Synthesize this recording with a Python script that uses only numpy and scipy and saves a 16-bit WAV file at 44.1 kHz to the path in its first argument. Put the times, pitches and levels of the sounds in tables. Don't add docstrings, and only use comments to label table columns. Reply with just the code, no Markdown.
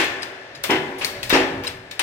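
import sys
import numpy as np
from scipy import signal
from scipy.fft import rfft, irfft, next_fast_len
from scipy.io import wavfile

SR = 44100
rng = np.random.default_rng(int(sys.argv[2]) if len(sys.argv) > 2 else 0)


def store_wav(level_fs):
    pcm = np.round(np.clip(np.atleast_2d(level_fs), -1, 1) * 32767)
    wavfile.write(sys.argv[1], SR, pcm.T.astype(np.int16))


def undo_db(level):
    steps = np.asarray(level, float) / 20
    return 10 ** steps


N = 89258

# (frequency [Hz], left-right likeness [-1 to 1])
LIKENESS = [(60, 0.74), (150, 0.89), (380, 0.98), (950, 0.35), (2380, -0.11), (5980, 0.5), (15000, -0.55)]
# (frequency [Hz], level [dB])
LEFT_OVER_RIGHT = [(60, 8), (180, 1), (550, -1), (1650, 5.5), (4970, 7), (15000, -0.5)]
# (time [s], level [dB], length of slip run [s], tilt [dB per octave], frame level [dB])
JOLTS = [
    (-.035, -16.5, 0.0074, 3.5, -12.5),
    (.693, -19, 0.014, -0.16, -4),
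    (1.326, -19.5, 0.16, 0, 0),
]
TREBLE_LAG_S = .005


def at_hz(points, hz):
    table = np.array(points)
    return np.interp(np.log(hz), np.log(table[:, 0]), table[:, 1])


def port_gain(hz):
    return undo_db(at_hz(LEFT_OVER_RIGHT, hz) * np.array([[.5], [-.5]]))


def rms_one(x):
    return x / np.sqrt(np.mean(x ** 2) + 1e-20)


def energy_one(x):
    return x / np.sqrt(np.sum(x ** 2) / 2 + 1e-20)


def through(x, response):
    return signal.fftconvolve(np.atleast_2d(x), response, axes=1)[:, :x.shape[-1]]


def bandpass(x, order, low_hz, high_hz):
    return signal.sosfilt(signal.butter(order, [low_hz, high_hz], "band", fs=SR, output="sos"), x)


def stored(energy, t60):
    return signal.lfilter([1], [1, -undo_db(-120 / (max(t60, .002) * SR))], energy + 1e-18)


def banded_noise(spectrum, shape=lambda hz: 1, size=N):
    out = 0
    edges = 22 * 2 ** np.arange(0, 9.8, 1 / 3)
    white = rng.standard_normal((2, 2, size + 4000))
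    for k, (low, high) in enumerate(zip(edges, edges[1:])):
        mid, side = bandpass(white[k % 2], 2, low, high)[:, 4000:]
        hz = np.sqrt(low * high)
        alike = np.clip(at_hz(LIKENESS, hz), -.1, 1)
        both = np.sqrt(1 + alike) * mid + np.sqrt(1 - alike) * side * [[1], [-1]]
        out = out + undo_db(at_hz(spectrum, hz)) * port_gain(hz) * shape(hz) * both
    return out


def hum(x, peaks):
    out = x
    for hz, width_hz, db in peaks:
        r = np.exp(-np.pi * width_hz / SR)
        poles = [1, -2 * r * np.cos(2 * np.pi * hz / SR), r * r]
        out = out + undo_db(db) * signal.lfilter([(1 - r * r) / 2, 0, (r * r - 1) / 2], poles, x)
    return out


def ringing(modes, longest, spread_db=2):
    t, out = np.arange(SR) / SR, 0
    for hz, db, t60 in modes:
        turn = np.arccos(np.clip(at_hz(LIKENESS, hz), -1, 1)) * np.array([[0], [1]])
        fall_db = 60 * t / min(t60, longest)
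        gain = undo_db(db + spread_db * rng.standard_normal() - fall_db) * port_gain(hz)
        rise = 1 - np.exp(-t / (TREBLE_LAG_S * min(hz / 2000, 1) ** 2))
        out = out + gain * rise * np.sin(2 * np.pi * hz * t + turn + rng.uniform(-1.18, 1))
    return out / np.sqrt(np.mean(out[:, :SR // 20] ** 2))


def floor():
    # (frequency [Hz], density [dB per Hz])
    spectrum = [(20, -37), (60, -66), (300, -10.5), (640, -7), (1100, -17), (1900, -10.5), (5000, -24),
                (16000, -67)]
    return undo_db(-43) * rms_one(banded_noise(spectrum))


def workshop():
    # (frequency [Hz], t60 [s])
    t60s = [(100, 0.5), (400, 1.21), (1500, 1.74), (5000, 0.65), (14000, 1.52)]
    # (frequency [Hz], level [dB])
    colour = [(60, 1.5), (400, 2.5), (2000, -2), (6000, -1), (15000, -12)]
    size = 3 * SR // 2
    age, onset_s = np.arange(size) / SR, 0.006

    def dying(hz):
        return undo_db(-60 * age / max(at_hz(t60s, hz), .01))
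    return energy_one(banded_noise(colour, dying, size=size) * (1 - np.exp(-age / onset_s)))


def room_sound(wet):
    # (frequency [Hz], width [Hz], level [dB])
    modes = [(1733, 57, 4), (642.3, 25, -1), (388.7, 7.6, -5.5), (575, 6.7, 2.5), (252, 13.3, 1.5)]
    # (time [s], level [dB])
    heard = [
        (0, 2.5),
        (.55, 0.5),
        (1.3, 2),
        (1.7, -3),
        (1.82, -4.5),
        (2.02, -0.5),
    ]
    gain = undo_db(np.interp(np.arange(N) / SR, *np.transpose(heard)))
    return gain * hum(wet + floor(), modes)


def rumble():
    # (time [s], level [dB])
    strain = [
        (0, -41),
        (.45, -59),
        (.7, -43.5),
        (1.002, -47.5),
        (1.302, -40),
        (1.65, -40.5),
        (1.8, -47.5),
        (2.02, -57),
    ]
    centre_hz, width_hz, broad_db, side_db = 115.3, 64, -16, -20.5
    white = rng.standard_normal((2, 1, N + 8000))
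    white = white + undo_db(side_db) * rng.standard_normal((2, 1, N + 8000)) * [[1], [-1]]
    shudder = bandpass(white[0], 1, centre_hz - width_hz / 2, centre_hz + width_hz / 2)[:, 8000:]
    broad = bandpass(white[1], 2, 45, 110)[:, 8000:]
    level = undo_db(np.interp(np.arange(N) / SR, *np.transpose(strain)))
    return level * (rms_one(shudder) + undo_db(broad_db) * rms_one(broad))


def clacks(t):
    # (time [s], level [dB], decay [s], tilt [dB per octave], ring frequency [Hz])
    contacts = [(0.033, -45, 0.0013, 2, 8400), (0.043, -42, 0.0019, 11.5, 8350),
                (0.2215, -39, 0.0033, -3, 9000), (0.2294, -32.5, 0.0045, -0.5, 4870),
                (0.549, -47.5, 0.01, 0, 4160), (0.634, -56, 0.0037, 18, 13100),
                (0.637, -26, 0.0042, 7, 8340), (.638, -32.5, 0.014, -3.5, 517),
                (0.982, -44, 0.024, 4, 10500), (1.009, -35, 0.032, -3.5, 2500),
                (1.046, -19.5, 0.002, 5, 4330), (1.229, -28.5, 0.0059, 3, 2480),
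                (1.239, -43, 0.0039, 3, 4440), (1.295, -25.5, 0.0034, 6.5, 13300),
                (1.299, -26, 0.022, -3.5, 2260), (.705, -30.5, 0.0081, 2.5, 5270),
                (1.329, -26, 0.028, -4, 5200), (1.636, -37, 0.0052, -1, 14630),
                (1.641, -37, 0.02, -1.5, 993), (1.669, -32, 0.0072, 1, 3860),
                (1.677, -32.5, 0.0028, -3, 7900), (1.676, -33, 0.0023, -1, 8440),
                (1.9108, -35, 0.0056, 0.5, 4200), (1.993, -22.5, 0.0059, 0.5, 8900),
                (1.997, -31, 0.018, -3.5, 1015)]
    # (frequency [Hz], density [dB per Hz])
    linkage = [(150, -20.5), (500, 1), (1000, 5), (2200, 13), (4400, 7.5), (8500, -5.5), (10500, -7.5),
               (16000, -9.5)]
    # (frequency [Hz], t60 [s])
    linkage_t60 = [(300, 0.37), (2000, 0.33), (6000, 0.25), (14000, 0.33)]
    # (frequency [Hz], width [Hz], level [dB])
    lever_hum = [(8700, 710, -3), (4900, 160, -11), (12700, 110, -25), (5200, 750, -18), (14700, 180, -17)]
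    ring_cycles, tail_db = 28, -7
    size, rings, snaps = SR // 4, np.zeros((2, len(t) + SR)), []
    age = np.arange(size) / SR
    for s, db, decay, tilt_db, ring_hz in contacts:
        grit = rng.standard_normal((2, size))
        rise = 1 - np.exp(-age / (0.15 * decay))
        snap = undo_db(db) * np.exp(-age / decay) * rise
        start = np.searchsorted(t, s)
        r, w = undo_db(-60 * ring_hz / (ring_cycles * SR)), 2 * np.pi * ring_hz / SR
        ring = signal.lfilter([1, 0, -1], [1, -2 * r * np.cos(w), r * r], grit * snap)
        rings[:, start:start + size] += port_gain(ring_hz) * np.sqrt(1 - r * r) * ring
        snaps.append((start, snap ** 2, tilt_db))

    def shape(hz):
        energy = np.zeros(len(t) + SR)
        for start, power, tilt_db in snaps:
            energy[start:start + size] += power * undo_db(2 * tilt_db * np.log2(hz / 4000))
        tail = stored(energy, at_hz(linkage_t60, hz)) / (.004 * SR)
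        return np.sqrt(energy + undo_db(2 * tail_db) * tail)[:len(t)]
    return rings[:, :len(t)] + undo_db(2) * hum(banded_noise(linkage, shape, size=len(t)), lever_hum)


def pings(t):
    # (time [s], level [dB], frequency [Hz], t60 [s])
    plate_ring = [
        (.700, -20.5, 3025, .3),
        (.704, -28, 3145, .3),
        (1.0462, -14, 4420, .035),
        (1.0, -41, 576, 2.5),
        (1.05, -41, 253, 1.5),
        (.8, -33, 485, .8),
    ]
    # (time [s], level [dB], frequency [Hz], t60 [s])
    struck = [(0.225, -41, 8300, 0.066), (0.23, -28, 4050, 0.054), (.551, -39, 5050, 0.089),
              (.639, -28, 3520, 0.15), (.702, -22.5, 3594, 0.12), (0.766, -29.5, 146.5, 0.25),
              (1.0117, -25, 2650, 0.098), (1.0465, -25.5, 8700, 0.074), (1.047, -39, 2410, 0.043),
              (1.301, -19.5, 3690, 0.25), (1.408, -29.5, 138.7, 0.3), (1.676, -21, 5070, 0.038),
              (1.679, -24.5, 8400, 0.024), (1.911, -36.5, 3730, 0.13), (1.914, -30, 2280, 0.044),
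              (1.996, -42, 1770, 0.22), (1.996, -21.5, 2710, 0.086)]
    # (time [s], level [dB], frequency [Hz], t60 [s])
    ticks = [(0.043, -37, 7660, .02), (.044, -34, 8400, .02), (.222, -27, 4980, 0.036),
             (.23, -27, 5000, 0.036), (.231, -38, 6600, 0.045), (0.23, -39, 8450, .03),
             (0.549, -36, 3950, 0.065), (0.55, -47, 6760, 0.14), (.551, -51, 9200, 0.069),
             (0.637, -25, 6050, .03), (.638, -38, 8900, 0.022), (.64, -31, 2120, 0.12),
             (1.015, -47, 4900, 0.087), (1.024, -32, 1680, 0.073), (1.0465, -25, 6750, .025),
             (1.0465, -34, 10900, 0.019), (1.048, -19, 2240, 0.034), (1.229, -33.5, 4200, .04),
             (1.33, -19, 780, 0.11), (1.333, -21, 952, 0.14), (1.642, -48, 5440, .1),
             (1.669, -21, 4020, 0.034), (1.91, -42, 7200, 0.042), (1.995, -56, 5000, .03),
             (1.995, -28, 6130, .03), (1.997, -26, 986, 0.13)]
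    twin_ratio = 1.011
    rough, flicker_hz = 0.33, 120
    out = np.zeros((2, len(t)))
    low = signal.butter(2, flicker_hz, fs=SR, output="sos")
    flicker = signal.sosfilt(low, rng.standard_normal((2, len(t))))
    for s, db, hz, t60 in list(plate_ring) + list(struck) + list(ticks):
        age = np.maximum(t - s, 0)
        apart = 1 - np.clip(at_hz(LIKENESS, hz), 0, 1)
        phase, twin_phase = apart * rng.uniform(0, np.pi / 2, (2, 2, 1))
        gain = undo_db(db - 60 * age / t60) * port_gain(hz) * (1 - np.exp(-age * hz / 3))
        turn = 2 * np.pi * hz * age
        out += gain * (np.sin(turn + phase) + 0.21 * np.sin(turn * twin_ratio + twin_phase))
    return out * (1 + rough * rms_one(flicker))


def slip_runs(t):
    # (time [s], level against the jolt [dB])
    larger = [(-.02, -3.5), (.004, -10), (.02, -22), (0.043, -11), (0.692, -2.5), (0.6974, 0.5), (.706, -3),
              (.716, -9.5), (0.736, -23), (.757, -6.5), (1.3265, 0.5), (1.331, -3), (1.341, -0.5),
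              (1.348, -3), (1.359, -3.5), (1.378, -8), (1.391, -17), (1.408, -14), (1.42, -24),
              (1.445, -15)]
    slips_per_s, small_db = 250, -16
    small = undo_db(small_db) * rng.choice([-1, 1], len(t)) * (rng.random(len(t)) < slips_per_s / SR)
    runs = []
    for s, db, length, _, _ in JOLTS:
        run = small * (t > s) * np.exp(-(np.maximum(t - s, 0) / length) ** 2)
        opening = [(s, 0)] if s < 0 else []
        for slip_s, slip_db in opening + list(larger):
            if -.002 < slip_s - s < .15:
                run[np.searchsorted(t, slip_s)] = -undo_db(slip_db)
        runs.append(undo_db(db) * run)
    return runs


def jolts(t):
    # (frequency [Hz], level [dB], t60 [s])
    frame = [(272, -5, .55), (300, -9, .3), (323, 1, .45), (350, -8, .25), (377, 2, .55), (412, -7, .3),
             (450, -8, .3), (487, -2, .5), (560, -10, .3), (641, -11, .3), (800, -10, .25), (947, -9, .3)]
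    # (frequency [Hz], level [dB], t60 [s])
    plate = [(1570, -11, 0.15), (1610, -5.5, 0.31), (1680, -5, 0.55), (1754, -4.5, 0.69), (2060, -1, .4),
             (2150, -10, 0.53), (2250, -10, 0.41), (2550, -4, 0.35), (2630, -3.5, 0.34), (2740, -16, 0.33),
             (2775, 1, .2), (2850, -3, 0.27)]
    # (frequency [Hz], density [dB per Hz])
    body = [(100, -37), (340, 1.5), (560, -8), (800, -0.5), (1350, -8.5), (1800, -2.5), (3100, -11),
            (4200, -20), (16000, -47.5)]
    # (frequency [Hz], t60 [s])
    body_t60 = [(100, 1), (400, 0.52), (1500, 0.46), (5000, 0.52), (14000, 0.21)]
    seats_s = [
        0.041,
        .768,
        1.44,
    ]
    seat_db, seat_s = -4.5, 0.011
    plate_db, lesser_db = -8.5, -10
    push_db, push_hz, push_t60 = -20.5, 397, 0.024
    modes, runs = 0, slip_runs(t)
    seats = [undo_db(seat_db * np.clip((t - s) / seat_s, 0, 1)) for s in seats_s]
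    for run, seat, (_, _, _, _, frame_db) in zip(runs, seats, JOLTS):
        blow = run * np.where(run == run.min(), 1, undo_db(lesser_db))
        ring = undo_db(frame_db) * ringing(frame, .55, spread_db=1) + undo_db(plate_db) * ringing(plate, 0.4)
        push = undo_db(push_db) * ringing([(push_hz, 0, push_t60)], 1)
        modes = modes + seat * through(blow, ring) + through(run, push)

    def shape(hz):
        energy = 0
        for run, seat, (_, _, _, tilt_db, _) in zip(runs, seats, JOLTS):
            fed = (run * undo_db(tilt_db * np.log2(hz / 1000))) ** 2
            energy = energy + seat ** 2 * stored(fed, at_hz(body_t60, hz))
        lag = np.exp(-1 / (SR * TREBLE_LAG_S * min(hz / 2000, 1.5)))
        return np.sqrt(signal.lfilter([1 - lag], [1, -lag], energy))
    return modes + undo_db(9.5) * banded_noise(body, shape, size=len(t))


def scene():
    lead = int(.1 * SR)
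    t = np.arange(-lead, N) / SR
    jolt = signal.sosfilt(signal.butter(3, 130, "high", fs=SR, output="sos"), jolts(t))
    clack, ping = clacks(t), pings(t)
    to_room = undo_db(-12) * jolt.mean(0) + undo_db(-10.5) * clack.mean(0) + undo_db(-15.5) * ping.mean(0)
    wet = through(to_room, workshop())[:, lead:]
    return (jolt + clack + ping)[:, lead:] + room_sound(wet) + rumble()


def top_cut(x):
    return signal.sosfilt(signal.butter(12, 16490, fs=SR, output="sos"), x)


def record(dry):
    right_lag_s, cutoff_hz = .00012, 16600
    size = next_fast_len(N)
    lag_s = right_lag_s * np.array([[0], [1]])
    late = np.exp(-2j * np.pi * np.fft.rfftfreq(size, 1 / SR) * lag_s)
    ports = irfft(rfft(dry, size) * late, size)[:, :N]
    mix = signal.sosfilt(signal.cheby2(8, 36, cutoff_hz, fs=SR, output="sos"), ports)
    return top_cut(mix)


dry = scene()
out = record(dry)
store_wav(out)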